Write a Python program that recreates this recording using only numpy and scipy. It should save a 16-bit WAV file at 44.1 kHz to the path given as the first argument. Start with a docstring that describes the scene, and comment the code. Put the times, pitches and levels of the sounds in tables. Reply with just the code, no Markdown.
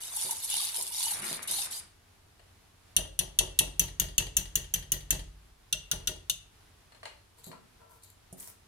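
"""A small quiet kitchen: a wire whisk stirs thick pudding in a steel pot on a gas hob.
Its wires scrape the steel as noisy slips that excite spectra and resonances; air pockets plop as rising sines.
It is rapped on the rim sixteen times: inharmonic steel modes and buzz, then low hob modes, clunk and rattle.
Soft bumps accompany the stirring; small knocks and light rubs of filtered noise follow as it is put aside.
Behind lie a diffuse noise-tail reverb and still air with a low wavering hum."""
import sys
import numpy as np
from scipy import signal
from scipy.fft import rfft, irfft, next_fast_len
from scipy.io import wavfile

SR = 44100
rng = np.random.default_rng(int(sys.argv[2]) if len(sys.argv) > 2 else 0)


def unload_wav(signal):
    """Save mono or channel-first audio to the path in sys.argv[1] as 16-bit WAV at rate SR, clipped to [-1, 1]."""
    wavfile.write(
        sys.argv[1],
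        SR,
        np.round(np.clip(np.atleast_2d(signal).T, -1, 1) * 32767).astype(np.int16),
    )


N = 382347
TIME = np.arange(N) / SR   # s

# Levels of events and layers are relative: the faders in the functions set the final mix.
# light ticks of wires catching and springing free: t/s, level/dB
CATCHES = [(0.1638, -16.5), (0.3094, -13), (0.4446, -18), (0.5008, -16.5), (0.5364, -27), (0.6494, -17),
           (0.8235, -16), (1.0344, -19), (1.1134, -16), (1.4755, -21.5), (1.511, -14), (8.034, -38.5),
           (8.327, -32.5), (8.4, -28.5)]
# sweeps of the wires along the steel: start t/s, length/s, wire hiss level/dB, pot wall ring level/dB
SWEEPS = [(0.036, 0.083, -43.5, -41.5), (0.12, 0.22, -33.5, -36.5), (.415, 0.049, -33.5, -35.5),
          (0.469, 0.23, -32.5, -29.5), (0.731, 0.1, -32.5, -34), (0.915, 0.24, -31, -32),
          (1.213, .16, -36.5, -36), (1.419, 0.018, -36, -40), (1.471, 0.19, -32.5, -31),
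          (1.702, 0.097, -36.5, -37.5)]
SWEEP_ATTACK_S, SWEEP_T60_S = 0.01, 0.052
HISS_ARCH_DB, WALL_ARCH_DB = 5, 7.0   # the wires press hardest in mid-sweep: the ends are this much weaker
# the wires keep grazing the bottom under the first sweeps
GRAZE_S, GRAZE_HISS_DB, GRAZE_WALL_DB = 1.2, -40.5, -43.5
STIR_S = 1.85   # span of the wire notes
# churning of the pudding: t/s, level/dB
CHURN_LEVEL = [(0.0, -61.5), (0.32, -56.5), (0.388, -64), (0.594, -55), (0.948, -64.5), (1.226, -47.5),
               (1.574, -56.5), (1.682, -53), (1.86, -67)]
# the pot drags on the grate: level at heavy churning, and dB of drag per dB of churning
HEAVY_CHURN_DB, DRAG_DB, DRAG_GROWTH = -49.5, -56, 2.7
# larger air pockets opening behind the wires: t/s, level/dB, starting pitch f/Hz
PLOPS = [(0.171, -43, 844), (0.292, -38.5, 930), (0.323, -37.5, 887), (0.537, -36.5, 867),
         (0.6, -40.5, 1140), (0.628, -45, 814), (0.803, -42.5, 964), (1.002, -41, 980), (1.066, -37, 890),
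         (1.118, -37, 860), (1.146, -39.5, 780), (1.586, -39, 806)]
# smaller pockets open at random, with this spread of pitch
SMALL_PLOP_DB, SMALL_PLOP_HZ, SMALL_PLOP_OCTAVES = -48, 898, 0.1

# whisk on the rim: t/s, landing, ring level/dB, brightness/(dB per octave), shove to the pot level/dB
RAPS = [(2.9646, "wires", -22.5, 0.5, -42.5), (3.1901, "wires", -26.5, 1.7, -45),
        (3.3879, "wires", -21.5, 0, -41.5), (3.5893, "wires", -21, .5, -41.5),
        (3.7947, "neck", -20.5, 0.5, -40), (3.998, "neck", -23, .3, -40.5), (4.18, "neck", -20, -4, -39),
        (4.3676, "neck", -21, -0.5, -42.5), (4.555, "neck", -23, -1, -43.5),
        (4.7387, "neck", -24, -0.7, -43), (4.9191, "neck", -24.5, 2.5, -43),
        (5.1059, "neck", -22, -1.2, -39.5), (5.7266, "glancing", -26, -3.5, -50),
        (5.9138, "glancing", -26, 0, -43), (6.0731, "glancing", -26.5, 0.1, -44.5),
        (6.2974, "glancing", -25, -0.8, -57)]
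# registers of the ring: low f/Hz, high f/Hz
RING_BANDS = [(2500, 3400), (3400, 5300), (5300, 8000), (8000, 11500), (11500, 17000)]
# the pot radiates each register in its own direction: left over right level/dB
RING_LEFT_DB = (1.9, 3, 3, 1.2, 4)
# colour of the ring for each landing: level/dB in each register
RING_COLOUR = {"wires": (-1.5, -2, 0.2, 4.0, -10.5), "neck": (-9, -12.5, 0.14, -1.3, -3),
               "glancing": (-4, -2, -0.1, -1, -10.5)}
# contact tick for each landing: level/dB over the ring
TICK_DB = {"wires": 14, "neck": 21, "glancing": 27.5}
# rocking of the pot for each landing: level/dB at a firm shove
ROCKING_DB = {"wires": -41.5, "neck": -49, "glancing": -44.5}
FIRM_SHOVE_DB, ROCKING_GROWTH = -41.5, 1.6   # growth is dB of rocking per dB of shove
# wall note of the pot for each landing: level/dB over the shove
WALL_NOTE_DB = {"wires": -14, "neck": -15.5, "glancing": 6}
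# wall modes of the pot, rung mostly by glancing raps: f/Hz, level/dB, T60/s, delay t/s
WALL_MODES = [(1444, 0.5, .061, .002), (620, -8.5, 0.14, 0.02)]
# rebounds after a rap: delay t/s, pot clunk level/dB, wire rattle level/dB
ROCKING = [(.002, -11.5, 0), (.019, 3.5, -1.5), (0.043, -3.5, -11.5), (.087, -7.5, -9.5)]
RATTLE_DB = -1   # rattle and thock over the shove
# wires lying on the rim are stilled sooner than those swinging free: rattle fade/(dB per s) for each landing
RATTLE_FADE_DB_PER_S = {"wires": 76, "neck": 1.5, "glancing": 84.5}
# hob top under the pot: f/Hz, level/dB, T60/s
HOB = [(39.8, 1.5, 0.74), (49.87, 0, 1), (83, -3, 0.94), (99.5, -4.5, 0.41), (126, -8, 0.57),
       (132.7, -5.5, 0.44), (149.5, -5.5, 0.75), (172.5, 0.5, 0.26), (195, -10.5, 0.41),
       (251.2, -10.5, 0.059), (293, -9, 0.13), (378, -29, 0.43), (432, -12, .45)]

# dull bumps of pot and hob: t/s, thud level/dB, knock level/dB
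BUMPS = [(0.248, -49, -51.5), (0.782, -70, -52.5), (1.311, -47, -49), (1.499, -52.5, -53),
         (7.469, -41.5, -56), (7.492, -56.5, -67), (8.327, -47, -57.5)]
# small knocks as things are moved and set down: t/s, level/dB
CLACKS = [(2.395, -48), (6.921, -46), (6.948, -47), (7.031, -36), (7.055, -29.5), (7.515, -38.5)]
# light rubs: start t/s, length/s, hiss level/dB, metal slide level/dB, body level/dB
RUB_STROKES = [(7.367, 0.03, -66.5, -65, -64), (7.432, 0.042, -63, -53, -70), (7.503, 0.039, -93, -88, -52),
               (7.79, .09, -87, -88, -60.5), (7.889, 0.08, -70, -82, -62), (8.012, 0.093, -71, -64.5, -79),
               (8.367, 0.047, -57, -78, -67), (8.406, 0.092, -57.5, -80, -63.5)]
RUB_ATTACK_S, RUB_T60_S, RUB_SAG_DB_PER_S = 0.019, 0.097, 47

# spectrum of wires on steel: f/Hz, level/dB
WIRE_HISS = [(3240, -59), (5500, -4), (7420, 0), (9200, 7.5), (10700, 7.5), (15200, -13.5), (16200, -92),
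             (16500, -51)]
# spectrum of the scraped pot wall: f/Hz, level/dB
WALL_RING = [(1290, -27), (2200, -9.5), (2580, -8), (2960, 1), (3210, -3.5), (3590, 4), (4350, 1),
             (4590, 1.5), (7000, -19), (9100, -35), (15400, -120)]
# spectrum of churning pudding: f/Hz, level/dB
CHURN = [(100, -16), (280, -12), (400, -4.5), (700, -1), (1050, 1), (1500, 2), (2400, 2.5), (3000, -7),
         (4000, -5), (6600, -70)]
# spectrum of the buzz in a rap: f/Hz, level/dB
CRACK = [(900, -48), (2300, -20), (2900, -12.5), (3700, -7.5), (5100, -21.5), (6100, 4.5), (8000, -4.5),
         (10300, 5), (11200, -1), (12400, 9.5), (14800, -1.5), (16500, -20)]
# spectrum of a small knock: f/Hz, level/dB
CLACK = [(210, -39), (350, -7), (801, 0.5), (1290, -4.5), (1630, 0.5), (3730, -12), (4330, -14),
         (5480, -23), (9060, -11.5), (12000, -24), (15600, -61), (22000, -120)]
# spectrum of the rubbing hiss: f/Hz, level/dB
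RUB_HISS = [(880, -52), (1500, -14), (1930, -8), (2600, -13.5), (4260, -13), (9500, -1.5), (14900, -3),
            (15900, -15), (16500, -36)]
# spectrum of the still air: f/Hz, level/dB
AIR = [(12, -42), (20, -4), (96, -3.5), (165, -13), (351, -15), (440, -14.5), (506, -20.5), (729, -16),
       (2310, -21), (3140, -22), (3420, -21.5), (7950, -27.5), (10500, -26), (15200, -35.5), (16500, -51)]
AIR_DB = -61.5

# resonances of pot and whisk: f/Hz, width/Hz, level/dB
STEEL = [(2704, 16, -5), (2870, 48, -1.5), (3140, 36, -6), (3350, 38, -10), (3554, 71, -16),
         (3674, 130, -12.5), (4285, 23, -12), (4730, 37, -17.5), (5970, 15, -19), (5760, 14, -5),
         (6070, 46, 3.5), (6500, 120, -1.5), (6630, 250, -4), (7140, 61, -7), (7970, 90, -9.5),
         (7940, 40, -27.5), (8720, 200, 0), (9500, 350, -2.5), (10300, 52, 9.5), (10600, 80, 2),
         (11950, 90, -1.5), (12320, 62, 6.5), (13500, 180, -3), (14320, 160, 3.5), (15520, 100, -9)]
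# resonances of the hollow of the pot: f/Hz, width/Hz, level/dB
POT_HOLLOW = [(840, 71, 3.5), (890, 114, 17.5)]
# resonances of the grate under the dragging pot: f/Hz, width/Hz, level/dB
GRATE_DRAG = [(146, 11, 0.5), (197, 14, 6.5), (236, 8.8, 2), (340, 17, 1)]
# resonances of the rocking pot: f/Hz, width/Hz, level/dB
POT_CLUNK = [(257.7, 10, -5.5), (320, 40, -1.5), (372.7, 47, 5.5), (436.4, 14, 3.5), (537, 97, 1),
             (616, 37, 3), (793, 39, 0), (865, 50, -2)]
# resonances of the rattling wires: f/Hz, width/Hz, level/dB
WIRE_RATTLE = [(1920, 370, -9), (1924, 120, 1.5), (2290, 130, -6), (3200, 450, 2), (4040, 980, -3.5),
               (9400, 1800, -3)]
# resonances of a dull thud: f/Hz, width/Hz, level/dB
THUD = [(146, 92, 1), (168, 33, 12), (228, 83, -12)]
# resonances of a dull knock: f/Hz, width/Hz, level/dB
KNOCK = [(384, 19, 6), (507, 250, -9.5), (650, 380, -3.5)]
# resonances of what is set down: f/Hz, width/Hz, level/dB
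CLACK_RING = [(633, 110, 6.5), (796, 43, -48), (1140, 70, -2), (1780, 84, -2), (1922, 120, -1),
              (2900, 98, 0), (3210, 45, -21), (4210, 57, 6), (6840, 80, -15), (7600, 120, -16)]
# resonances of sliding metal: f/Hz, width/Hz, level/dB
METAL_SLIDE = [(4040, 260, -4), (4400, 120, -5), (6770, 200, -7), (7530, 170, -1.5), (9050, 350, -12),
               (11800, 600, -6)]
# resonances of the rubbed body: f/Hz, width/Hz, level/dB
RUB_BODY = [(462, 12, 0.5), (650, 120, -11), (974, 83, -4), (1340, 20, -3)]

# likeness of the left and right channels: f/Hz, likeness from 0 to 1
LIKENESS = [(60, 0.91), (150, 0.95), (300, 0.12), (700, .15), (2000, .15), (10000, 0.017)]
# reverberation of the kitchen: f/Hz, T60/s
KITCHEN = [(150, 0.82), (600, 0.39), (3000, 0.4), (6000, 0.34), (10000, 0.29), (16000, 0.13)]
CUTOFF_HZ = 16800


def stirring():
    """Wires stick and slip over the steel, ringing wall and hollow, while the pudding churns."""
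    hiss, wall = wire_contact()
    churn, = gains_in_time(CHURN_LEVEL)
    passing = from_db(0.86 * drift(41))   # wire after wire touches down
    slips = friction(per_s=500, spread_db=6.0, smooth=1.0) * passing
    scrape = rms_one(slips) + from_db(-0.5) * wire_notes() * passing
    wires = from_db(-3.5) * hiss * coloured(scrape, WIRE_HISS)
    catches = from_db(-11.5) * blows(CATCHES, t60=0.063) * coloured(noise(), WIRE_HISS)

    wall_hiss = from_db(-9.0) * coloured(scrape, WALL_RING)
    steel_ring = from_db(-23.0) * resonate(slips, STEEL)
    pot = wall * (wall_hiss + steel_ring)
    hollow = from_db(-23.5) * hiss * resonate(slips, POT_HOLLOW) + from_db(12) * plops()
    squelch = friction(per_s=500, spread_db=4.5, smooth=1.0)
    pudding = from_db(3.5) * churn * coloured(squelch, CHURN)
    drag_gain = from_db(DRAG_DB) * (churn / from_db(HEAVY_CHURN_DB)) ** DRAG_GROWTH
    drag = drag_gain * resonate(noise()[0], GRATE_DRAG)
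    return (wires + catches) * pan(-0.047) + (pot + hollow + pudding + drag) * pan(1.0)


def wire_contact():
    """Gains of wire hiss and wall ring: light grazing, and an arch of pressure in each sweep."""
    graze = stroke(0, GRAZE_S, SWEEP_ATTACK_S, SWEEP_T60_S)
    hiss = from_db(GRAZE_HISS_DB) * graze
    wall = from_db(GRAZE_WALL_DB) * graze
    for start, length, hiss_db, wall_db in SWEEPS:
        touch = stroke(start, length, SWEEP_ATTACK_S, SWEEP_T60_S)
        slack = 1 - np.sin(np.pi * np.clip((TIME - start) / length, 0, 1))
        hiss = np.maximum(hiss, touch * from_db(hiss_db - HISS_ARCH_DB * slack))
        wall = np.maximum(wall, touch * from_db(wall_db - WALL_ARCH_DB * slack))
    return hiss, wall


def wire_notes(per_s=900, t60=0.065, size=3000):
    """Each touch stops a wire at a new length, so it rings briefly at a pitch of its own."""
    count = int(per_s * STIR_S)
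    out = np.zeros((2, N))
    shape = dying(t60, size) * (1 - dying(0.014, size))
    for when, pitch, left, right in rng.random((count, 4)):
        hz = 2000 + 14000 * pitch
        cycles = hz * TIME[:size] + np.array([[left], [right]])
        add(out, when * STIR_S, shape * np.sin(2 * np.pi * cycles))
    return out / np.std(out[:, :int(STIR_S * SR)])


def plops(t60=0.028, glide=0.63, size=4000, count=10):
    """An air pocket rings in the hollow of the pot, rising a little as it opens."""
    out, t = np.zeros((2, N)), TIME[:size]
    times = (np.arange(count) + rng.random(count)) / count * SWEEPS[-1][0]
    pockets = list(PLOPS)
    for s in times:
        hz = SMALL_PLOP_HZ * 2 ** (SMALL_PLOP_OCTAVES * rng.standard_normal())
        pockets.append((s, SMALL_PLOP_DB, hz))
    shape = dying(t60, size) * (1 - dying(0.027, size))
    for s, db, hz in pockets:
        phase = 2 * np.pi * hz * t * (1 + glide * t) + rng.normal(0, 1.0, (2, 1))
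        add(out, s, from_db(db) * shape * np.sin(phase))
    return out


def raps(size=6000):
    """The landing colours the ring; each rap's own brightness tilts it towards high or low registers."""
    out = np.zeros((2, N))
    octaves = np.log2(RING_BANDS).mean(1)
    for s, landing, ring_db, brightness, shove_db in RAPS:
        levels = ring_db + np.array(RING_COLOUR[landing]) + brightness * (octaves - octaves.mean())
        struck = rim_ring(size)
        ring = 0
        for db, left_db, edges in zip(levels, RING_LEFT_DB, RING_BANDS):
            ring = ring + from_db(db) * pan(left_db) * rms_one(band(struck, *edges))
        tick = dying(0.0013, size) * rms_one(band(noise(size), 5700, 14000, order=1))
        tick = from_db(ring_db + TICK_DB[landing]) * tick
        # the pot wall gives way
        thock = dying(0.1, size) * rms_one(band(noise(size), 1200, 2600, order=2))
        thock = from_db(shove_db + RATTLE_DB) * thock
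        contact = from_db(-13.0) * tick + from_db(-5.0) * thock
        add(out, s, from_db(-11.5) * ring + contact * pan(3.2))
    return out


def rim_ring(size, t60_times_width=1.7, scatter_db=2.5, detune=.007, spread_s=0.0019):
    """Steel modes damped by the pudding, with the buzz of several wires landing within milliseconds."""
    hz, width, db = np.transpose(STEEL)[:, :, None]
    hz = hz * (1 + detune * rng.standard_normal(hz.shape))
    strength = from_db(db + scatter_db * rng.standard_normal(db.shape)) * width
    phase = rng.uniform(0, 2 * np.pi, (2,) + hz.shape)
    swell = 1 - np.exp(-TIME[:size] * hz / 6)   # low bending waves take longer to spread round the pot
    tone = np.sin(2 * np.pi * hz * TIME[:size] + phase)
    modes = (strength * swell * dying(t60_times_width / width, size) * tone).sum(1)

    contacts = ((1 + from_db(-3.5)) * dying(0.06, size))[None]
    for lag in rng.exponential(spread_s, size=3):
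        add(contacts, lag, from_db(-12.5) * dying(0.034, size)[None])
    buzz = coloured(noise(size), CRACK) * contacts
    return rms_one(modes) + from_db(-3.0) * rms_one(buzz)


def wall_note():
    """Each rap rings two wall modes of the pot, quickly damped by the pudding."""
    out = 0
    for hz, db, t60, delay in WALL_MODES:
        strikes = [(s + delay, shove_db + WALL_NOTE_DB[landing] + db)
                   for s, landing, _, _, shove_db in RAPS]
        tone = np.sin(2 * np.pi * hz * TIME + rng.uniform(0, 2, (2, 1)))
        out = out + blows(strikes, t60) * tone
    return out * pan(2.5)


def hob():
    """Each rap swings the sheet-steel hob, rocks the pot on its grate and leaves the wires rattling."""
    return hob_swing() + pot_rocking() + wire_rattle()


def hob_swing(size=30000, scatter_db=2.0, detune=0.02):
    """The shove sets low modes of the hob top swinging, each with its own decay."""
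    out = np.zeros((2, N))
    hz, db, t60 = np.transpose(HOB)[:, :, None]
    for s, *_, shove_db in RAPS:
        strength = from_db(shove_db + db + scatter_db * rng.standard_normal(db.shape))
        seated_hz = hz * (1 + detune * rng.standard_normal(hz.shape))   # the pot settles differently each time
        swing = np.sin(2 * np.pi * seated_hz * TIME[:size] + rng.uniform(0, 2 * np.pi, hz.shape))
        modes = (strength * dying(t60, size) * swing).sum(0)[None]
        add(out, s, modes * (1 - dying(0.033, size)))
    return out


def pot_rocking():
    """The pot rebounds on its grate, and each rebound excites its clunk resonances."""
    strikes = []
    for s, landing, _, _, shove_db in RAPS:
        rock_db = ROCKING_DB[landing] + ROCKING_GROWTH * (shove_db - FIRM_SHOVE_DB)
        strikes += [(s + lag, rock_db + db) for lag, db, _ in ROCKING]
    clunk = blows(strikes, t60=0.11) * resonate(noise(), POT_CLUNK)
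    return from_db(1.5) * clunk * pan(0.76)


def wire_rattle():
    """The rebounds shake the wires, which fall still at a rate set by the landing."""
    strikes = []
    for s, landing, _, _, shove_db in RAPS:
        for lag, _, db in ROCKING:
            fade_db = RATTLE_FADE_DB_PER_S[landing] * lag
            strikes.append((s + lag, shove_db + RATTLE_DB + db - fade_db))
    rattle = blows(strikes, t60=0.077) * resonate(noise(), WIRE_RATTLE)
    return from_db(7.0) * rattle * pan(4.0)


def handling():
    """Soft bumps, small knocks and light rubbing of metal and hand, as noise through resonances."""
    thud_gain = blows([(s, thud) for s, thud, _ in BUMPS], t60=0.19)
    thuds = from_db(-1.5) * thud_gain * resonate(noise()[0], THUD)
    knock_gain = blows([(s, knock) for s, _, knock in BUMPS], t60=0.12)
    knocks = from_db(5) * knock_gain * resonate(noise(), KNOCK)
    clack = from_db(-9.5) * (coloured(noise(), CLACK) + resonate(noise(), CLACK_RING))
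    clacks = blows(CLACKS, t60=0.057) * clack
    return thuds + knocks + clacks * pan(2.7) + rubbing() * pan(1.9)


def rubbing():
    """One stream of tiny slips drives hiss, sliding metal and body resonances."""
    hiss, slide, body = rub_contact()
    slips = friction(per_s=260, spread_db=5.5, smooth=1.0)
    rubs = from_db(7.5) * hiss * coloured(slips, RUB_HISS)
    rubs = rubs + from_db(2.0) * slide * resonate(slips, METAL_SLIDE)
    return rubs + from_db(0.5) * body * resonate(slips, RUB_BODY)


def rub_contact():
    """Gains of hiss, metal slide and body: each rub starts firmly and eases off."""
    gains = 0
    for start, length, *levels_db in RUB_STROKES:
        easing = from_db(-RUB_SAG_DB_PER_S * np.clip(TIME - start, 0, length))
        touch = stroke(start, length, RUB_ATTACK_S, RUB_T60_S)
        gains = gains + np.outer(from_db(levels_db), easing * touch)
    return gains


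def kitchen(x, size=26000):
    """Diffuse reflections off tiles and counter: noise bands whose decay is longest in the bass."""
    edges = np.geomspace(190, 17000, 9)
    tail = 0
    for low, high in zip(edges, edges[1:]):
        t60 = at_hz(KITCHEN, np.sqrt(low * high))
        tail = tail + band(noise(size), low, high) * dying(t60, size)
    tail = rms_one(tail * (1 - dying(0.0093, size))) / np.sqrt(size)
    return signal.fftconvolve(x, tail, axes=1)[:, :N]


def room_tone():
    """Still air as slowly drifting noise, with a low wavering hum from a narrow resonance."""
    hum = resonate(noise()[0], [(94.3, 5.6, 0)])
    air = from_db(AIR_DB) * coloured(noise(), AIR) * from_db(0.82 * drift(3))
    return air + from_db(-71) * hum


def from_db(db):
    """Decibels to gain."""
    return 10 ** (np.asarray(db) / 20)


def rms_one(x):
    """Scale to rms 1."""
    return x / np.sqrt(np.mean(x ** 2) + 1e-20)


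def pan(left_db):
    """Gains of the two channels, left over right by this many dB."""
    return from_db([[left_db / 2], [-left_db / 2]])


def at_hz(points, hz):
    """Read a table on a log-frequency axis."""
    f, value = np.transpose(points)
    return np.interp(np.log(np.maximum(hz, 1)), np.log(f), value)


def gains_in_time(rows):
    """Level columns as gain curves that fade out beyond their ends."""
    s, *columns = np.transpose(rows)
    gate = np.interp(TIME, [s[0] - .01, s[0], s[-1], s[-1] + .02], [0, 1, 1, 0])
    return [gate * from_db(np.interp(TIME, s, c)) for c in columns]


def stroke(start, length, attack, t60):
    """Envelope that rises, holds and dies away."""
    t = TIME - start
    return np.clip(t / attack, 0, 1) * from_db(-60 * np.clip((t - length) / t60, 0, 2))


def dying(t60, size):
    """Exponential decay from 1."""
    return 1000 ** (-TIME[:size] / t60)


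def blows(rows, t60):
    """Envelope that jumps at each (s, dB) and dies away."""
    kicks = np.zeros(N)
    for s, db in rows:
        kicks[int(s * SR)] += from_db(db)
    return signal.lfilter([1], [1, -1000 ** (-1 / (t60 * SR))], kicks + 1e-18)


def drift(rate):
    """Smooth random curve of rms 1: noise low-passed at a rate in Hz, drawn every 40 samples."""
    r = np.exp(-80 * np.pi * rate / SR)
    draws = rng.standard_normal(N // 40 + 2002)
    slow = signal.lfilter([1], [1, -2 * r, r * r], draws)[2000:]   # skip the filter's start-up
    return np.interp(np.arange(N) / 40, np.arange(len(slow)), rms_one(slow))


def noise(size=N):
    """White noise, one for each microphone."""
    return rng.standard_normal((2, size))


def friction(per_s, spread_db, smooth):
    """Tiny slips of uneven size over a smooth hiss."""
    sizes = from_db(spread_db * np.minimum(rng.exponential(1, N), 4))
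    slips = (rng.random(N) < per_s / SR) * sizes
    grip = signal.lfilter([1], [1, -np.exp(-1 / (.0004 * SR))], slips)   # decay time constant 0.4 ms
    return noise() * (rms_one(grip) + smooth)


def coloured(x, spectrum):
    """Give two unrelated signals a spectrum; the microphones agree in the bass. Rms 1."""
    size = next_fast_len(x.shape[1])
    hz = np.arange(size // 2 + 1) * SR / size
    alike = np.clip(at_hz(LIKENESS, hz), 0, 1)
    both = rfft(x, size)
    both = np.sqrt(1 + alike) * both[0] + np.sqrt(1 - alike) * both[1] * [[1], [-1]]
    return rms_one(irfft(both * from_db(at_hz(spectrum, hz)), size)[:, :x.shape[1]])


def resonate(x, resonances):
    """Parallel resonances, dark beyond the outermost ones; rms 1."""
    out = 0
    for hz, width, db in resonances:
        r = np.exp(-np.pi * width / SR)
        poles = [1, -2 * r * np.cos(2 * np.pi * hz / SR), r * r]
        out = out + from_db(db) * (1 - r * r) * signal.lfilter([1, 0, -1], poles, x)
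    return rms_one(band(out, .75 * resonances[0][0], 1.25 * resonances[-1][0], order=2))


def band(x, low, high, order=3):
    """Causal band-pass."""
    return signal.sosfilt(signal.butter(order, [low, high], "band", fs=SR, output="sos"), x)


def add(out, s, sound):
    """Mix a sound in at a time."""
    start = max(int(s * SR), 0)
    part = out[:, start:start + sound.shape[1]]
    part += sound[:, :part.shape[1]]


def scene():
    """Pot close to the microphones, the counter a little farther off and so sent more to the room."""
    stir, rap, stove, aside = stirring(), raps() + wall_note(), hob(), handling()
    send = from_db(-9.0) * stir + from_db(-12.0) * rap + from_db(-8) * stove + from_db(-3.0) * aside
    return stir + rap + stove + aside + kitchen(send) + room_tone()


def record(dry):
    """The top is cut steeply."""
    return signal.sosfilt(signal.ellip(10, .2, 80, CUTOFF_HZ, fs=SR, output="sos"), dry)


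dry = scene()
out = record(dry)
unload_wav(out)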